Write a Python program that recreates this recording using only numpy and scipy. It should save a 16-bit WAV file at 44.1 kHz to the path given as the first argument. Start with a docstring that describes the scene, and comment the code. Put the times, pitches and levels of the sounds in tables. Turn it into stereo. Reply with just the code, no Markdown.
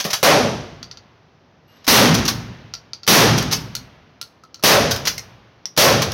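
"""In a booth of an indoor shooting range, a pump shotgun is racked as two shots sound from other lanes, then fires four times.
Blasts are shaped noise: a crack in the booth, a swelling concrete hall and a long echo from down the range.
Hammer, trigger and pump are bursts of steel chatter; empty hulls tick, pop and ping as they bounce on the floor.
A faint metallic ring comes before the first of the four shots, over steady ventilation.
The close microphone saturates and clips on its open left port; its covered right port hears very little."""
import sys
import numpy as np
from scipy import signal
from scipy.fft import rfft, irfft
from scipy.io import wavfile

SR = 44100
rng = np.random.default_rng(int(sys.argv[2]) if len(sys.argv) > 2 else 0)


def wrap_up_sound(samples):
    """Save the sound to the file named by the first command line argument, as 16-bit audio."""
    columns = np.atleast_2d(samples).T
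    # keep every value between -1 and 1, then stretch to whole-number steps
    tamed = np.clip(columns, -1, 1)
    steps = np.round(tamed * 32767).astype(np.int16)
    wavfile.write(sys.argv[1], SR, steps)


N = 270419

# Levels are relative: each voice adds its own trim, and the microphone colours the mix.
# ejected hulls: (first landing [s], second landing [s], each flight as a share of the last, level [dB],
# air column [Hz], brass rim [Hz], treble [dB], tilts per landing: about -1 on the mouth, 0 flat, 1 on the head)
HULLS = [(0.829, 0.913, 0.71, -21.5, 1370, 4700, -5, [0.15, 0.18, 0.11]),
         (2.738, 2.9334, 0.51, -16.5, 1387, 4650, -4, [-0.081, 0.3, 0.1]),
         (3.752, 4.214, 0.482, -13.5, 1396, 4360, 9, [-0.063, -0.13, -1.05, 0.1, -0.7]),
         (5.18, 5.656, 0.5, -14.5, 2140, 5610, 8, [-0.17, 0.65])]
# hall's answer to a blast: (frequency [Hz], density [dB per Hz], t60 before the blast's fade factor [s], build-up [s])
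HALL = [(30, -19.5, 1.8, .03), (60, -1.5, 1.1, 0.19), (116, 8, 1.082, 0.1), (252, 5.5, 0.88, 0.038),
        (550, 4.5, 0.68, 0.026), (1100, 1, 0.68, 0.0068), (2200, -1.5, 0.62, 0.016), (3950, -7, 0.69, .005),
        (5900, -6, 0.68, 0.0052), (9000, -1.5, 0.53, 0.0037), (16100, -12, 0.29, 0.0033)]
# long echo from far down the range: (frequency [Hz], density [dB per Hz])
FAR_ECHO = [(30, -16), (110, 6), (300, -2.5), (1000, -2.5), (3000, -9.5), (6000, -21.5), (10000, -29.5),
            (16000, -35.5)]
# blast crack, steel action and plastic hull: (frequency [Hz], density [dB per Hz])
CRACK = [(30, -12), (90, -6.5), (190, 10.5), (500, 3.5), (1500, -5.5), (5000, -2.5), (9000, 1),
         (16000, -6.5)]
STEEL = [(60, -18), (400, -9.5), (1000, -4), (1600, -4), (2100, -6), (3500, -3.5), (5600, 0), (7500, 0.5),
         (12000, -5.5), (16000, -9)]
PLASTIC = [(100, -31), (900, -35), (2000, -9), (3500, -5.5), (6000, 4), (8000, -1.5), (12000, -12.5),
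           (16000, -15)]
# ventilation: (frequency [Hz], density [dB per Hz])
VENTILATION = [(25, -24.5), (85, 1.5), (150, 1.5), (300, -4.5), (600, -7.5), (1200, -13.5), (3000, -23),
               (6000, -28), (9000, -41.5), (16000, -46)]
# microphone ports: (frequency [Hz], response [dB])
OPEN_PORT = [(20, -24), (38, -11.5), (58, -1.5), (4000, 2), (5900, 2), (6600, -4.5), (7500, -18),
             (9500, -14), (11800, -6), (15500, -8)]
COVERED_PORT = [(25, -47.5), (60, -36), (180, -31), (550, -46.5), (1500, -39), (5000, -38), (6200, -57.5),
                (8000, -71), (11000, -58), (16000, -57.5)]
EDGE_HZ = 16000  # top of the microphone's band
# standing waves between floor, ceiling and walls: (frequency [Hz], width [Hz], boost [dB])
STANDING = [(55.3, 8.7, 4), (84, 8.6, 0), (114.5, 6.1, 6), (152, 22, 4.5), (215, 22, 4.5), (254.2, 20, 6.5),
            (452, 31, 4), (570, 24, 5)]
# kinds of blast: (near crack [dB], boom [Hz], boom boost [dB], bark [Hz], bark boost [dB],
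# partition echo [share], fade factor on the hall's t60 [ratio])
FAR_LANE = (-10, 146.5, 0, 604.5, 3.5, 1.03, 0.47)
NEXT_LANE = (-17.5, 150, -2.5, 620, 6, 0, 0.9372)
DEEP = (1, 210, -0.9, 560, -2, 0.05, 1.0478)
HOLLOW = (-3.5, 226, -6, 469.5, 3, 0.18, 0.9568)
# shots from other lanes: (time [s], level [dB], kind of blast)
OTHER_SHOTS = [(0.050, -17.5, FAR_LANE), (0.2292, 7.5, NEXT_LANE)]
# the shotgun's own shots: (time [s], level [dB], kind of blast, force of the hammer [dB])
SHOTS = [(1.878, 13.5, DEEP, 4.5), (3.0767, 13, DEEP, 1), (4.6369, 9, HOLLOW, -2),
         (5.7753, 9, HOLLOW, -0.5)]
HAMMER_LEAD_S = 0.0103  # the hammer falls just before each blast
# pump strokes: (slide hits the back [s], slide locks home [s], shell's time into the chamber [s], pull [dB])
RACKS = [(0.001, 0.1311, 0.028, -5.5), (2.142, 2.279, 0.027, 0.5), (3.378, 3.5247, 0.013, -3.5),
         (4.910, 5.071, 0.018, 0.5), (6.019, 6.33, 0.02, -0.5)]
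# blows of the action's steel parts: (level [dB], chatter held before it fades [s])
HAMMER, SLIDE_BACK, LIFTER, FEED, SLIDE_HOME = (-24, 0.0046), (-10, 0.011), (-19.5, 0.0034), (-19, 0.012), (-8, 0.011)
LIFTER_SHARE = 0.32  # the lifter snaps up this far through the forward stroke
# trigger click before the first own shot: (time [s], level [dB], chatter held before it fades [s])
TRIGGER = (1.844, -38.5, 0.011)
BOUNCE_LOSS_DB, BOUNCE_DULLING_DB = 5, 2  # taken off level and treble at every bounce
# landing on an end softens the hull and brings out that end's ring
END_ON_SOFTER_DB, MOUTH_RING_DB, HEAD_RING_DB = 15.5, 19, 28.5
FLAT_TUBE_DB, FLAT_RIM_DB = -3, -3  # rings of a flat landing
SLAP_S, SLAP_DB, SLAP_TILT = 0.014, -18, 0.53  # the brass head slaps down just after each touch
MOUTH_FLATTENING = 0.068  # share of pitch the air column loses as the floor closes the mouth
# faint metallic ring: start [s], then modes (frequency [Hz], level [dB], t60 [s])
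CHINK_S, CHINK_MODES = 1.675, [(2842, -47, 1.2), (7850, -39, 0.6), (12480, -35.5, 0.45)]
RUSH_DB, RUSH_S = -49.5, 0.28  # peak level and length of the soft rush under the ring
# the rush: (frequency [Hz], density [dB per Hz])
RUSH = [(60, -9.5), (200, 0), (700, -2), (2000, -6), (6000, -10), (9000, -24.5), (16000, -30)]


def amp(db):
    """Decibels to gain."""
    return 10 ** (np.asarray(db) / 20)


def unit(x):
    """Scales to rms 1."""
    return x / np.sqrt(np.mean(abs(x) ** 2) + 1e-20)


def read(points, hz):
    """Joins (frequency, value) points on a log-frequency axis."""
    f, value = np.transpose(points)
    return np.interp(np.log(hz + 1), np.log(f + 1), value)


def add(mix, s, sound):
    """Mixes a sound in at time s, cut off at the end of the mix."""
    part = mix[:, max(round(s * SR), 0):][:, :sound.shape[-1]]
    part += sound[..., :part.shape[1]]


def hiss(size, likeness=0.33):
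    """White noise at two partly alike ports."""
    left, other = rng.standard_normal((2, size))
    same = np.clip(likeness, 0, 1)
    right = same * left + np.sqrt(1 - same ** 2) * other
    return np.array([left, right])


def shaped(x, spectrum):
    """Gives white noise a spectrum at about the same power."""
    size = x.shape[-1]
    hz = np.fft.rfftfreq(size, 1 / SR)
    return irfft(rfft(x) * unit(amp(read(spectrum, hz))), size)


def colour(x, spectrum, size=4096):
    """Minimum-phase filter: the response's log gain fixes its phase, so nothing sounds early."""
    hz = abs(np.fft.fftfreq(size, 1 / SR))
    log_gain = np.log(amp(read(spectrum, hz)))
    response = np.exp(np.conj(signal.hilbert(log_gain)))
    taps = np.fft.ifft(response).real[:size // 2]
    return signal.oaconvolve(x, taps)[:len(x)]


def hump(hz, centre_hz, octaves):
    """A bell of height 1 on a log-frequency axis."""
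    return np.exp(-.5 * (np.log2((hz + 1) / centre_hz) / octaves) ** 2)


def fade(t, t60):
    """Falls by 60 dB in t60 seconds."""
    return np.exp(-np.log(1000) * t / np.maximum(t60, 1e-3))


def blast_charge(hz, boom_hz, boom_db, bark_hz, bark_db, partition, detour_s=0.00162):
    """Boom and bark boosts; the padded partition returns the lows a moment later and hollows the blast."""
    boom = boom_db * hump(hz, centre_hz=boom_hz, octaves=0.68)
    bark = bark_db * hump(hz, centre_hz=bark_hz, octaves=.45)
    late_lows = partition * np.exp(-2j * np.pi * hz * detour_s - (hz / 2500) ** 2)
    return amp(boom + bark) * abs(1 + late_lows)


def hall_answer(walls, charge, hz, t, linger):
    """Concrete hall: each band of echo noise swells, surges back from the backstop and dies at its own pace."""
    centres, hall_db, t60s, rises = np.transpose(HALL)
    modes_db = sum(db / (1 + (2 * (hz - f) / width) ** 2) for f, width, db in STANDING)
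    # half of the echo power follows a pattern that every shot shares
    echoes = (walls + hiss(len(t))) / np.sqrt(2)
    field = rfft(echoes) * unit(amp(read(np.c_[centres, hall_db], hz) + modes_db)) * charge
    hall = 0
    for band, centre, t60, rise in zip(np.eye(len(HALL)), centres, t60s, rises):
        # the boom rolls back from the backstop, low bands last
        arrival = 0.24 * (centre / 130) ** -.4
        surge_db = 4 * np.exp(-(np.log((t + 1e-4) / arrival) / 0.23) ** 2) / (1 + (centre / 2500) ** 2)
        swell = (1 - np.exp(-t / max(rise, 1e-3))) ** 2 * amp(surge_db)
        band_echo = irfft(field * read(np.c_[centres, band], hz))
        hall = hall + band_echo * swell * fade(t, t60 * linger)
    return hall


def shot(walls, level_db, crack_db, boom_hz, boom_db, bark_hz, bark_db, partition, linger):
    """The blast rattles round the booth, swells into the hall and comes back from far down the range."""
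    size = walls.shape[1]
    t, hz = np.arange(size) / SR, np.fft.rfftfreq(size, 1 / SR)
    charge = blast_charge(hz, boom_hz, boom_db, bark_hz, bark_db, partition)
    hall = hall_answer(walls, charge, hz, t, linger)
    crack = irfft(rfft(shaped(hiss(size), CRACK)) * charge)
    booth = crack * (fade(t, t60=0.052) + amp(-3.5) * fade(t, t60=0.3))
    far = shaped(hiss(size), FAR_ECHO) * fade(t, t60=1.89)
    return amp(level_db) * (hall + amp(crack_db + 14.5) * booth + amp(-32.0) * far)


def hammers():
    """The hammer drops a moment ahead of each of the gun's own blasts: (time, level, hold) of each blow."""
    level_db, hold_s = HAMMER
    return [(s - HAMMER_LEAD_S, level_db + force_db, hold_s) for s, _, _, force_db in SHOTS]


def rack(back_s, home_s, feed_s, pull_db):
    """Pump stroke: the slide hits the back, the lifter snaps up, a shell feeds, the slide locks home."""
    back_db, back_hold_s = SLIDE_BACK
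    lifter_s = back_s + LIFTER_SHARE * (home_s - back_s)
    return [(back_s, back_db + pull_db, back_hold_s),
            (lifter_s, *LIFTER),
            (home_s - feed_s, *FEED),
            (home_s, *SLIDE_HOME)]


def blow(level_db, hold_s, size=8192):
    """Steel parts chatter against each other for a moment, then settle: sparse impacts plus scrape noise."""
    t = np.arange(size) / SR
    impacts = rng.standard_normal(size) * (rng.random(size) < 1500 / SR)  # about 1500 a second
    scrape = 1.09 * rng.standard_normal(size)
    chatter = (unit(impacts) + scrape) * fade(np.maximum(t - hold_s, 0), t60=0.023)
    return amp(level_db + 6.0) * colour(chatter, STEEL)


def ring(t, hz, t60, spread, count=12):
    """Close modes start together, then drift apart and die: a firm ping with a blurred tail."""
    modes = hz * (1 + spread * rng.standard_normal((count, 1)))
    return np.sin(2 * np.pi * modes * t).mean(0) * fade(t, t60)


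def hull(level_db, tube_hz, tube_db, rim_hz, rim_db, treble_db, size=8192):
    """A plastic tube ticks on concrete and skitters: its air column pops and its brass head rings."""
    t = np.arange(size) / SR
    spectrum = [(f, db + treble_db * (f > 7000)) for f, db in PLASTIC]
    tick = amp(12.5) * (t == 0)
    skitter = rng.standard_normal(size) * fade(t, t60=0.032)
    contact = amp(6.5) * colour(tick + skitter, spectrum)
    tube = amp(tube_db - 9) * ring(t, tube_hz, t60=0.11, spread=0.016)
    rim = amp(rim_db + 7) * ring(t, rim_hz, t60=.02, spread=.028)
    return amp(level_db) * (contact + tube + rim)


def landing(level_db, tilt, tube_hz, rim_hz, treble_db):
    """A flat hull ticks; on its mouth it pops, on its head it pings."""
    mouth, head = max(-tilt, 0), max(tilt, 0)
    tube_db = FLAT_TUBE_DB + MOUTH_RING_DB * mouth
    rim_db = FLAT_RIM_DB + HEAD_RING_DB * head
    return hull(level_db, tube_hz * (1 - MOUTH_FLATTENING * mouth), tube_db, rim_hz, rim_db, treble_db)


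def bounces(first_s, second_s, rebound, level_db, tube_hz, rim_hz, treble_db, tilts):
    """A hull hops on the floor: flights shorten, and each bounce takes off level and treble."""
    s = first_s
    for k, tilt in enumerate(tilts):
        touch_db = level_db - k * BOUNCE_LOSS_DB - END_ON_SOFTER_DB * tilt ** 2
        voice = tube_hz, rim_hz, treble_db - k * BOUNCE_DULLING_DB
        yield s, landing(touch_db, tilt, *voice)
        yield s + SLAP_S, landing(touch_db + SLAP_DB, SLAP_TILT, *voice)
        s = s + (second_s - first_s) * rebound ** k


def stall(x, wash_db, size=2 ** 15):
    """Direct sound, quick echoes from the booth's walls and a weak hall wash, drawn anew for each sound."""
    t = np.arange(size) / SR
    quick = amp(-7.0) * unit(fade(t, t60=0.13))
    wash = amp(wash_db) * unit(fade(t, t60=0.43))
    echoes = hiss(size) * (t > .004) * (quick + wash)
    direct = t == 0
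    return signal.fftconvolve(x[None], direct + echoes / np.sqrt(size), axes=1)


def chink(attack_s=0.035, size=2 ** 15):
    """A thin metallic ring of decaying modes while a soft rush of noise swells and fades."""
    t = np.arange(size) / SR
    tones = sum(amp(db) * ring(t, hz, t60, spread=0.002) for hz, db, t60 in CHINK_MODES)
    tones = tones * np.minimum(t / attack_s, 1)
    swell = np.sqrt(abs(np.sin(np.pi * np.minimum(t / RUSH_S, 1))))
    return tones + amp(RUSH_DB) * shaped(hiss(size), RUSH) * swell


def ventilation():
    """Steady air noise, heaviest in the lows."""
    return amp(-48) * shaped(hiss(N), VENTILATION)


def scene():
    """Blasts, gun action, hulls and the metallic ring over the steady ventilation."""
    out = ventilation()
    walls = hiss(size=2 ** 17)  # echo pattern shared by all shots
    for s, level_db, kind, *_ in OTHER_SHOTS + SHOTS:
        add(out, s, shot(walls, level_db, *kind))
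    pump = [part for row in RACKS for part in rack(*row)]
    for s, level_db, hold_s in [TRIGGER] + hammers() + pump:
        add(out, s, stall(blow(level_db, hold_s), wash_db=-16.0))
    for row in HULLS:
        for s, sound in bounces(*row):
            add(out, s, stall(sound, wash_db=-20.5))
    add(out, CHINK_S, chink())
    return out


def record(dry, overload=1.01, ceiling=0.89):
    """The open port saturates, is coloured and clips; the covered port hears late and faintly."""
    saturated = overload * np.tanh(dry[0] / overload)
    left = np.clip(colour(saturated, OPEN_PORT), -ceiling, ceiling)
    late = np.pad(dry[1], (45, 0))[:N]  # 45 samples, about 1 ms
    right = colour(late, COVERED_PORT)
    edge = signal.firwin(401, EDGE_HZ, window=("kaiser", 8), fs=SR)
    return signal.oaconvolve(np.array([left, right]), edge[None], "same", axes=1)


dry = scene()
out = record(dry)
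wrap_up_sound(out)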